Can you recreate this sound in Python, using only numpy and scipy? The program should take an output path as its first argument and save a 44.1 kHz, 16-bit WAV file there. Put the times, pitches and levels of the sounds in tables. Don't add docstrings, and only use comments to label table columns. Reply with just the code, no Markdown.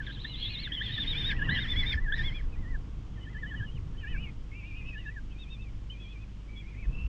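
import sys
import numpy as np
from scipy import signal
from scipy.fft import rfft, irfft
from scipy.io import wavfile

SR = 44100
rng = np.random.default_rng(int(sys.argv[2]) if len(sys.argv) > 2 else 0)


def to_wav(sig):
    pcm = np.clip(np.atleast_2d(sig), -1, 1) * 32767
    pcm = np.round(pcm).astype(np.int16)
    wavfile.write(sys.argv[1], SR, pcm.T)


N = 312228
TIME = np.arange(N) / SR

# pitch in Hz, rms level in dB.
HUM_TONES = [(50, -42.5), (100, -51.5), (150, -71.5), (200, -64)]
# frequency in Hz, relative level in dB.
HISS_SPECTRUM = [(150, 13), (330, 17), (400, 9.5), (480, 6), (620, 3.5), (1100, -5), (1700, 1), (3100, 3),
                 (4000, -5), (5500, -6), (7000, -9.5), (8000, -16), (9500, -23.5), (11500, -46)]
# frequency in Hz, relative level in dB.
RUMBLE_SPECTRUM = [(5, -27.5), (14, 4), (25, 8.5), (38, -8), (70, -2.5), (95, -14.5), (140, -32),
                   (600, -79)]
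# frequency in Hz, relative level in dB.
SCUFF_SPECTRUM = [(50, -19), (100, 5.5), (135, 3), (200, -5), (300, -9.5), (390, -19.5), (680, -26.5),
                  (1300, -26), (3000, -56), (10000, -83)]
# frequency in Hz, width in Hz, level in dB relative to the scuffing noise.
BOARD_MODES = [(467.5, 59, -24.5), (910, 420, -28.5), (1085, 100, -29)]
# time in seconds, floor rumble in dB,
# scuffing in dB before its overall level.
STIRRING_LEVELS = [(0, -45, -43.5), (3.0, -42, -44), (5.4, -45.5, -48), (7.08, -48, -47.5)]
# time of the height of the move in seconds, half length in seconds,
# floor rumble in dB, scuffing in dB before its overall level.
WEIGHT_SHIFTS = [(1.257, 0.3, -34.5, -39), (1.507, 0.079, -33, -33), (1.8, 0.17, -31.5, -37.5),
                 (2.223, 0.083, -30.5, -39.5), (2.63, 0.19, -34, -45.5), (3.557, 0.098, -43, -45.5),
                 (3.885, 0.087, -35.5, -47.5), (4.198, 0.093, -32.5, -43.5), (4.85, 0.08, -41, -50.5),
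                 (5.758, 0.086, -39.5, -71), (6.967, 0.1, -32, -43)]
# start in seconds, height of the swell in dB, pitch in Hz.
FLOOR_THUMPS = [(1.361, -25.5, 57), (1.496, -33, 156), (1.765, -27, 68), (1.946, -21.5, 66),
                (2.01, -21, 25.8), (2.424, -23.5, 25.2), (2.689, -30, 21.8), (3.548, -38, 170),
                (3.607, -26.5, 120), (3.658, -34, 130), (3.746, -30.5, 121), (3.822, -27, 64.7),
                (3.86, -30, 133), (4.136, -27.5, 40), (6.866, -22.5, 39.3), (6.895, -27, 120),
                (7.043, -23, 55)]
# start in seconds, peak in dB before the box's ring,
# pitch in Hz.
BEAK_CLAW_TICKS = [(1.195, -59, 6500), (1.51, -48, 693), (1.707, -51, 6360), (6.225, -56, 950),
                   (6.698, -57, 1630)]
# frequency in Hz, gain in dB.
HOUSING_RESPONSE = [(900, -40), (1400, -14), (1560, -7), (1640, -4), (1725, -0.5), (1790, -3.5),
                    (1860, -11), (2050, -11.5), (2500, -13), (3000, -10), (3420, -11), (4000, -14),
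                    (4600, -28.5), (5600, -27), (8000, -50.5)]
# start in seconds, length in seconds, lower resonance opening
# and closing in dB, upper resonance opening and closing in dB, all before the mix settings in screech().
SCREECH_CALLS = [(0.0, 0.48, -56.5, -74, -52.5, -51), (0.361, 0.32, -61.5, -55.5, -43.5, -47.5),
                 (0.68, 0.88, -55, -56.5, -58, -57), (0.811, 0.51, -57.5, -41.5, -42, -42.5),
                 (1.522, 0.437, -46, -43.5, -43, -53.5), (2.15, 0.3, -41, -62, -48, -63.5),
                 (3.967, 0.35, -67, -68, -68, -68), (4.604, 0.45, -74, -68, -69, -72),
                 (5.358, 0.2, -76, -78, -69, -68), (5.9, 0.235, -76, -78, -69, -63)]
# frequency in Hz, relative level in dB.
LOWER_RASP = [(1000, -49.5), (1450, -17.0), (1620, -3), (1780, -3.5), (2000, -6.5), (2400, -5.5),
              (2900, -29.0), (4500, -51.5)]
UPPER_RASP = [(1500, -53), (2400, -10.5), (2900, -6.5), (3350, -6.5), (3900, -14), (4400, -15.5),
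              (4900, -33.5), (7500, -55)]
OVERTONE_BAND = [(3000, -40.0), (4700, -5.5), (5350, -1), (5900, -16), (10000, -36.5), (14000, -57.0)]
# pitch in Hz, pitch jitter as a share at full hoarseness,
# jitter speed in Hz, strength shimmer as a share at full hoarseness,
# octave level in dB before the changes with effort and pitch.
VOICE_REGISTERS = [(2180, 0.058, 354, 1.5, -3.5), (2500, 0.042, 260, 1, -16.5),
                   (3500, 0.075, 400, 0.88, -26.5)]
# start in seconds, length in seconds, opening, middle and closing
# pitch in Hz, opening, middle and closing level in dB before the overall level and housing, hoarseness 0 to 1.
PEEP_CALLS = [(0.0, 0.039, 1820, 1570, 1550, -27.5, -37.5, -37.5, 0),
              (0.065, 0.049, 2090, 1606, 1700.0, -29, -39, -35, 0.4),
              (0.15, 0.043, 1840, 1620, 1780, -61, -50, -53, 0.42),
              (0.241, 0.032, 1650.0, 1885, 2110.0, -61, -32, -72, 0.22),
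              (0.243, 0.12, 3560, 4010, 3120, -25.5, -30.0, -26, 0.22),
              (0.354, 0.096, 3650.0, 4150, 4200, -37, -27, -38, 0.4),
              (0.401, 0.073, 3160, 3314, 3310, -44.5, -20, -35, 0.22),
              (0.45, 0.09, 3660.0, 4170, 3830, -25, -37, -35, 0.25),
              (0.497, 0.063, 2590, 2470.0, 2500.0, -38.0, -30.5, -43.0, 0.2),
              (0.708, 0.03, 1550.0, 1720.0, 1950.0, -51, -47, -47, 0.15),
              (0.808, 0.019, 1550, 1797, 1970.0, -33, -28.5, -19, 0.05),
              (0.976, 0.065, 3425, 3630, 3310, -26.0, -20, -20, 0.2),
              (1.033, 0.042, 2470, 2040, 2340, -44, -33, -56, 0.1),
              (1.061, 0.078, 3400.0, 3755, 3220, -31, -16.5, -23.5, 0.14),
              (1.13, 0.041, 2140, 2355, 2460.0, -32, -23.5, -28.5, 0.17),
              (1.3, 0.036, 2860, 2160.0, 1360.0, -40, -24.0, -34.0, 0.4),
              (1.488, 0.019, 1620.0, 1657, 1820, -21.5, -22.5, -32, 0.17),
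              (1.489, 0.073, 3130.0, 4070, 3760, -22, -25.5, -31, 0.18),
              (1.509, 0.094, 1844, 1960.0, 1438, -22, -22, -30.5, 0.2),
              (1.545, 0.036, 3357, 3170.0, 3240.0, -29, -25, -24, 0.25),
              (1.577, 0.091, 3220.0, 3670, 2310, -28, -22.5, -39, 0.2),
              (1.664, 0.08, 3130, 3537, 3270, -44, -18, -28, 0.05),
              (1.758, 0.074, 3255, 3445, 3350, -27, -14.5, -28, 0),
              (1.83, 0.022, 2180.0, 2015, 1960.0, -22, -24.5, -27, 0.2),
              (1.853, 0.092, 3440.0, 3650, 3095, -32.5, -17, -31.5, 0.14),
              (1.919, 0.028, 2480.0, 2220, 1450, -25.0, -20.5, -22.5, 0.23),
              (2.118, 0.028, 1468, 1694, 1790, -24.5, -27, -32, 0.33),
              (2.232, 0.067, 3190, 3430, 3060, -33, -21, -29.5, 0.05),
              (2.343, 0.047, 3320.0, 3360, 3100, -38.5, -30, -43.0, 0),
              (2.518, 0.038, 2600, 2520, 2340, -51, -39, -43, 0.14),
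              (4.807, 0.096, 2110, 2050, 2130.0, -49, -52, -60, 0.1),
              (5.302, 0.031, 2810, 3080, 3200.0, -52.0, -48, -55.0, 0.4),
              (5.385, 0.06, 3560, 3740, 3340.0, -47, -36.5, -42, 0.05),
              (5.5, 0.06, 3600, 3670, 3490.0, -46, -35, -43.5, 0),
              (5.609, 0.035, 3630.0, 3630.0, 3530, -60.5, -46.5, -55.0, 0.03),
              (5.897, 0.05, 2850.0, 3140, 2990, -37, -36, -47, 0.04),
              (6.205, 0.036, 3410.0, 3490, 3350.0, -66.5, -52, -65.0, 0.1),
              (6.557, 0.069, 3360, 3365, 3260, -46, -36.5, -54, 0.1),
              (6.617, 0.14, 2200.0, 2300.0, 2440, -56.0, -53, -46.0, 0.47),
              (6.68, 0.04, 3250, 3400.0, 3290.0, -64.5, -53, -68.0, 0.04)]
# start in seconds, length in seconds, opening and closing centre pitch in Hz,
# final drop in Hz (negative rises), warbles per second, warble depth in Hz, delay of the first crest in seconds,
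# opening, middle and closing level in dB before the overall level and housing,
# accent on the troughs in dB, hoarseness 0 to 1 before the accents change it.
TRILL_CALLS = [(0.061, 0.2, 3410, 3730, -4, 11.6, 428, 0.076, -35.5, -38, -28.5, -2, 0.49),
               (0.263, 0.46, 2820, 2676, 211, 9.13, 142, 0.043, -45, -36.5, -42, -5, 0.23),
               (0.268, 0.412, 2094, 2224, 853, 9.2, 50.0, 0.037, -48, -45, -30.5, 1.5, 0.26),
               (0.438, 0.24, 3985, 3993, 331, 10.4, 435, 0.082, -28, -23, -26, -2, 0.14),
               (0.48, 0.185, 3040, 2990.0, 229, 7.31, 240.0, 0.15, -35.5, -47, -37, 6, 0.38),
               (0.683, 0.32, 1958, 1910, 382.5, 11.3, 98, 0.086, -38.5, -37.5, -35, 1, 0.22),
               (0.719, 0.265, 3110, 3700, 0.0, 10.6, 220.0, 0.024, -23, -25.5, -20.5, 0.0, 0.26),
               (1.153, 0.17, 3476, 3716, 650.0, 12.0, 131, 0.043, -25, -17, -21.5, -1, 0.04),
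               (1.282, 0.22, 1820.0, 1770.0, 3, 10.4, 163, 0.08, -32, -32, -27.5, 3, 0.04),
               (1.364, 0.25, 2790.0, 2974, 4, 9, 110.0, 0.052, -39, -31, -33, 0.5, 0.47),
               (1.5, 0.18, 1853, 2003, 2.5, 12.4, 149, 0.034, -25.0, -31.5, -27.5, 0.5, 0.23),
               (1.686, 0.24, 2078, 2203, 0.0, 10.6, 170.0, 0.01, -37.0, -29, -32, 3.5, 0.08),
               (1.968, 0.17, 1930, 1740, -4, 9.6, 152, 0.063, -37.5, -36, -33, 5, 0.11),
               (2.122, 0.12, 3490, 3940, 4, 12, 200.0, 0.038, -27.5, -30, -42, 4, 0.33),
               (2.134, 0.28, 1726, 2460.0, 850.0, 10.0, 126, 0.027, -25, -33.0, -35.5, 0.0, 0.1),
               (2.556, 0.21, 2014, 1864, 323, 10, 89, 0.049, -51.0, -44, -41, 1.5, 0.06),
               (3.138, 0.28, 3110.0, 3170.0, 0.0, 6.4, 130.0, 0.011, -50.5, -53.5, -57, 5, 0.3),
               (3.145, 0.51, 1972, 1778, 220.0, 11.5, 171, 0.084, -57, -41, -39, 2.0, 0.09),
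               (3.429, 0.36, 3200, 3010, 949, 9.95, 185.0, 0.0069, -44.0, -45.5, -48, 6.0, 0.2),
               (3.941, 0.23, 1860, 1793, 140.0, 9.05, 160.0, 0.056, -70, -42, -42, 6, 0.1),
               (3.967, 0.34, 2920, 2744, 453, 8.7, 200.0, 0.027, -50, -39, -41, -3, 0.13),
               (4.004, 0.295, 2490.0, 2410, 254, 8.87, 170.0, 0.102, -47, -37, -36.5, 1.5, 0.2),
               (4.515, 0.44, 2265, 2604, 2, 10.0, 83.5, 0.064, -40, -37, -33.5, 0, 0.12),
               (4.525, 0.42, 2630.0, 2730, 3, 9.8, 160.0, 0.05, -42.5, -43, -44, -1, 0.4),
               (4.641, 0.44, 3640.0, 3680, 0.0, 10.18, 90.0, 0.05, -58, -67, -51.5, -6, 0.2),
               (4.926, 0.27, 1888, 1820, 142, 9, 160.0, 0.095, -46.5, -42, -46, 4, 0.09),
               (4.951, 0.18, 2860, 2520, 429, 10.8, 130.0, 0.042, -49, -41.5, -48, -9.5, 0.23),
               (5.305, 0.39, 2530, 2535, 382, 9.5, 130.0, 0.001, -48.5, -44, -43.5, -3.5, 0.14),
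               (5.919, 0.33, 2490, 2453, 200.0, 9.3, 109, 0.089, -48, -44.5, -43.5, 1.5, 0.16),
               (5.999, 0.13, 3300.0, 3370, 100.0, 10.4, 70.0, 0.025, -39.5, -43, -41.5, -3.5, 0.06),
               (6.482, 0.13, 2264, 2340, 0.0, 10.0, 40.0, 0.028, -43.0, -42.5, -48, 2.5, 0.17),
               (6.599, 0.26, 2306, 2200.0, 250.0, 9.1, 190.0, 0.098, -44.5, -45, -42.0, -1, 0.23),
               (6.77, 0.3, 2510, 2730, -1, 6.2, 30.0, 0.042, -48.5, -43, -25.5, -6, 0.25)]


def undb(db):
    return 10 ** (np.asarray(db) / 20)


def unit(x):
    return x / np.sqrt(np.mean(x ** 2))


def curves(table):
    s, *columns = np.transpose(table)
    return [np.interp(TIME, s, column) for column in columns]


def colour(x, points):
    size = 8192
    hz, db = np.transpose(points)
    bins = np.maximum(np.arange(size // 2 + 1) * SR / size, 1)
    gain = undb(np.interp(np.log(bins), np.log(hz), db))
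    cepstrum = irfft(np.log(gain))
    cepstrum[1:size // 2] *= 2
    cepstrum[size // 2 + 1:] = 0
    impulse = irfft(np.exp(rfft(cepstrum)))
    return signal.fftconvolve(x, impulse)[:len(x)]


def noise(points):
    white = rng.standard_normal(N + SR // 10)
    return unit(colour(white, points)[-N:])


def flutter(hz, count):
    low_pass = signal.butter(4, hz, fs=SR, output="sos")
    white = rng.standard_normal(count + SR // 10)
    return unit(signal.sosfilt(low_pass, white)[-count:])


def resonate(x, hz, width_hz):
    return signal.lfilter(*signal.iirpeak(hz, hz / width_hz, fs=SR), x)


def electronics(hiss_db=-60):
    hum = np.zeros(N)
    for hz, db in HUM_TONES:
        hum += undb(db) * np.sqrt(2) * np.sin(2 * np.pi * (hz * TIME + rng.random()))
    return hum + undb(hiss_db) * noise(HISS_SPECTRUM)


def movement():
    rumble, scuff = undb(curves(STIRRING_LEVELS))
    for s, half_length, rumble_db, scuff_db in WEIGHT_SHIFTS:
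        swell = np.exp(-((TIME - s) / half_length) ** 2 / 2)
        rumble = np.hypot(rumble, undb(rumble_db) * swell)
        scuff = np.hypot(scuff, undb(scuff_db) * swell)
    return rumble, scuff


def thumps(swing_cycles=1.16):
    out = np.zeros(N)
    for s, db, hz in FLOOR_THUMPS:
        cycles = np.maximum(TIME - s, 0) * hz
        age = 2 * cycles / swing_cycles
        out += undb(db) * age * np.exp(1 - age) * np.sin(2 * np.pi * cycles)
    return out


def boards(scuff_level_db=-2.0):
    rumble, scuff = movement()
    scuffing = noise(SCUFF_SPECTRUM)
    for hz, width_hz, db in BOARD_MODES:
        ring = resonate(rng.standard_normal(N), hz, width_hz)
        scuffing += undb(db) * unit(resonate(ring, hz, width_hz))
    return rumble * noise(RUMBLE_SPECTRUM) + scuff * undb(scuff_level_db) * scuffing + thumps()


def ticks(decay_s=0.0013):
    out = np.zeros(N)
    t = TIME[:SR // 20]
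    for s, db, hz in BEAK_CLAW_TICKS:
        burst = rng.standard_normal(len(t)) * np.exp(-t / decay_s)
        click = resonate(burst, hz, hz / 2)
        out[int(s * SR) + np.arange(len(t))] += undb(db) * click / abs(click).max()
    return out


def box(x, wet_db=-16):
    t60 = .08
    t = TIME[:SR // 8]
    tail = rng.standard_normal(len(t)) * np.exp(-np.log(1000) * t / t60)
    return x + undb(wet_db) * signal.fftconvolve(x, tail / np.linalg.norm(tail))[:N]


def screech_strengths(attack_s=0.032, release_s=0.016):
    lower, upper = np.zeros(N), np.zeros(N)
    for s, length, lower_from_db, lower_to_db, upper_from_db, upper_to_db in SCREECH_CALLS:
        t = TIME - s
        gate = np.clip(t / attack_s, 0, 1) * np.exp(-np.maximum(t - length, 0) / release_s)
        lower_db = np.interp(t, [0, length], [lower_from_db, lower_to_db])
        upper_db = np.interp(t, [0, length], [upper_from_db, upper_to_db])
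        lower = np.hypot(lower, gate * undb(lower_db))
        upper = np.hypot(upper, gate * undb(upper_db))
    return lower, upper


def strands(hz, spread, count, wander_hz=35, jitter=.012, flicker_db=6):
    out = np.zeros(N)
    for _ in range(count):
        pitch = hz * (1 + spread * flutter(wander_hz, N) + jitter * flutter(300, N))
        flicker = undb(flicker_db * np.tanh(flutter(70, N)))
        out += flicker * np.sin(2 * np.pi * np.cumsum(pitch) / SR)
    return unit(out)


def screech(lower_db=-6, upper_db=-7, lower_tones_db=-6, upper_tones_db=-6, overtone_db=-18, grain_db=2):
    lower, upper = screech_strengths()
    low = undb(lower_db + grain_db * flutter(240, N)) * noise(LOWER_RASP)
    low += undb(lower_tones_db) * strands(1850, spread=0.11, count=2)
    high = undb(upper_db + grain_db * flutter(270, N)) * noise(UPPER_RASP)
    high += undb(upper_tones_db) * strands(3250, spread=0.05, count=3)
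    overtone = undb(overtone_db) * noise(OVERTONE_BAND)
    return lower * (low + overtone) + upper * high


def span(s, length):
    n = np.arange(max(int(s * SR), 0), min(int((s + length) * SR), N))
    return n, (n - n[0]) / SR


def arch(t, opening, middle, closing):
    u = t / t[-1]
    return opening + (closing - opening) * u + (2 * middle - opening - closing) * 2 * u * (1 - u)


def whistle(t, hz, db, hoarse, edge_s=0.0032, tremor=0.0057, tremble_db=2, attack_db=3):
    register_hz, *traits = np.transpose(VOICE_REGISTERS)
    jitter, jitter_hz, shimmer, octave_db = (np.interp(hz.mean(), register_hz, trait) for trait in traits)
    hoarse = np.clip(hoarse, 0, 1)
    shake = jitter * hoarse * flutter(jitter_hz, len(t))
    pitch = hz * (1 + shake + tremor * flutter(74, len(t)))
    phase = 2 * np.pi * np.cumsum(pitch) / SR
    gate = np.clip(np.minimum(t, t[-1] - t) / edge_s, 0, 1)
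    effort_db = db + tremble_db * np.minimum(hoarse / 0.022, 1) * flutter(60, len(t))
    effort_db += attack_db * np.exp(-t / 0.01)
    strength = gate * undb(effort_db) * (1 + shimmer * hoarse * flutter(260, len(t)))
    pitch_db = np.interp(pitch, [1900, 2150, 2400], [-13, -2, 4])
    octave = undb(octave_db + 0.77 * (effort_db + 21.5) + pitch_db)
    return strength * (np.sin(phase) + octave * np.sin(2 * phase))


def peeps(level_db=-1.0):
    out = np.zeros(N)
    for s, length, from_hz, mid_hz, to_hz, from_db, mid_db, to_db, hoarse in PEEP_CALLS:
        n, t = span(s, length)
        hz = arch(t, from_hz, mid_hz, to_hz)
        out[n] += whistle(t, hz, arch(t, from_db, mid_db, to_db), hoarse)
    return undb(level_db) * out


def trills(level_db=-0.5, unsteady_db=2, unsteady_hz=25):
    arching = 0.08
    drop_s = 0.0093
    accent_clears = 0.45
    out = np.zeros(N)
    for (s, length, from_hz, to_hz, drop_hz, rate, depth_hz, crest_s,
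         from_db, mid_db, to_db, accent_db, hoarse) in TRILL_CALLS:
        n, t = span(s, length)
        turn = 2 * np.pi * rate * (t - crest_s)
        swing = np.cos(turn) - arching * np.cos(2 * turn)
        centre_hz = from_hz + (to_hz - from_hz) * t / length
        hz = centre_hz + depth_hz * swing - drop_hz * np.exp((t - length) / drop_s)
        push_db = -accent_db * swing + unsteady_db * flutter(unsteady_hz, len(t))
        loudness_db = arch(t, from_db, mid_db, to_db) + push_db
        out[n] += whistle(t, hz, loudness_db, hoarse * undb(-accent_clears * push_db))
    return undb(level_db) * out


def chicks():
    return colour(trills() + peeps(), HOUSING_RESPONSE) + screech()


def scene():
    return (electronics() + boards() + box(ticks() + chicks()))[None]


def record(dry, image_db=-44):
    converter_hz, top_hz = 16000, 13200
    mirrored = 2 * dry * np.cos(2 * np.pi * converter_hz * TIME)
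    low_pass = signal.ellip(10, .2, 80, top_hz, fs=SR, output="sos")
    fade_out = np.minimum((TIME[-1] - TIME) / .004, 1)
    return fade_out * signal.sosfilt(low_pass, dry + undb(image_db) * mirrored)


dry = scene()
out = record(dry)
to_wav(out)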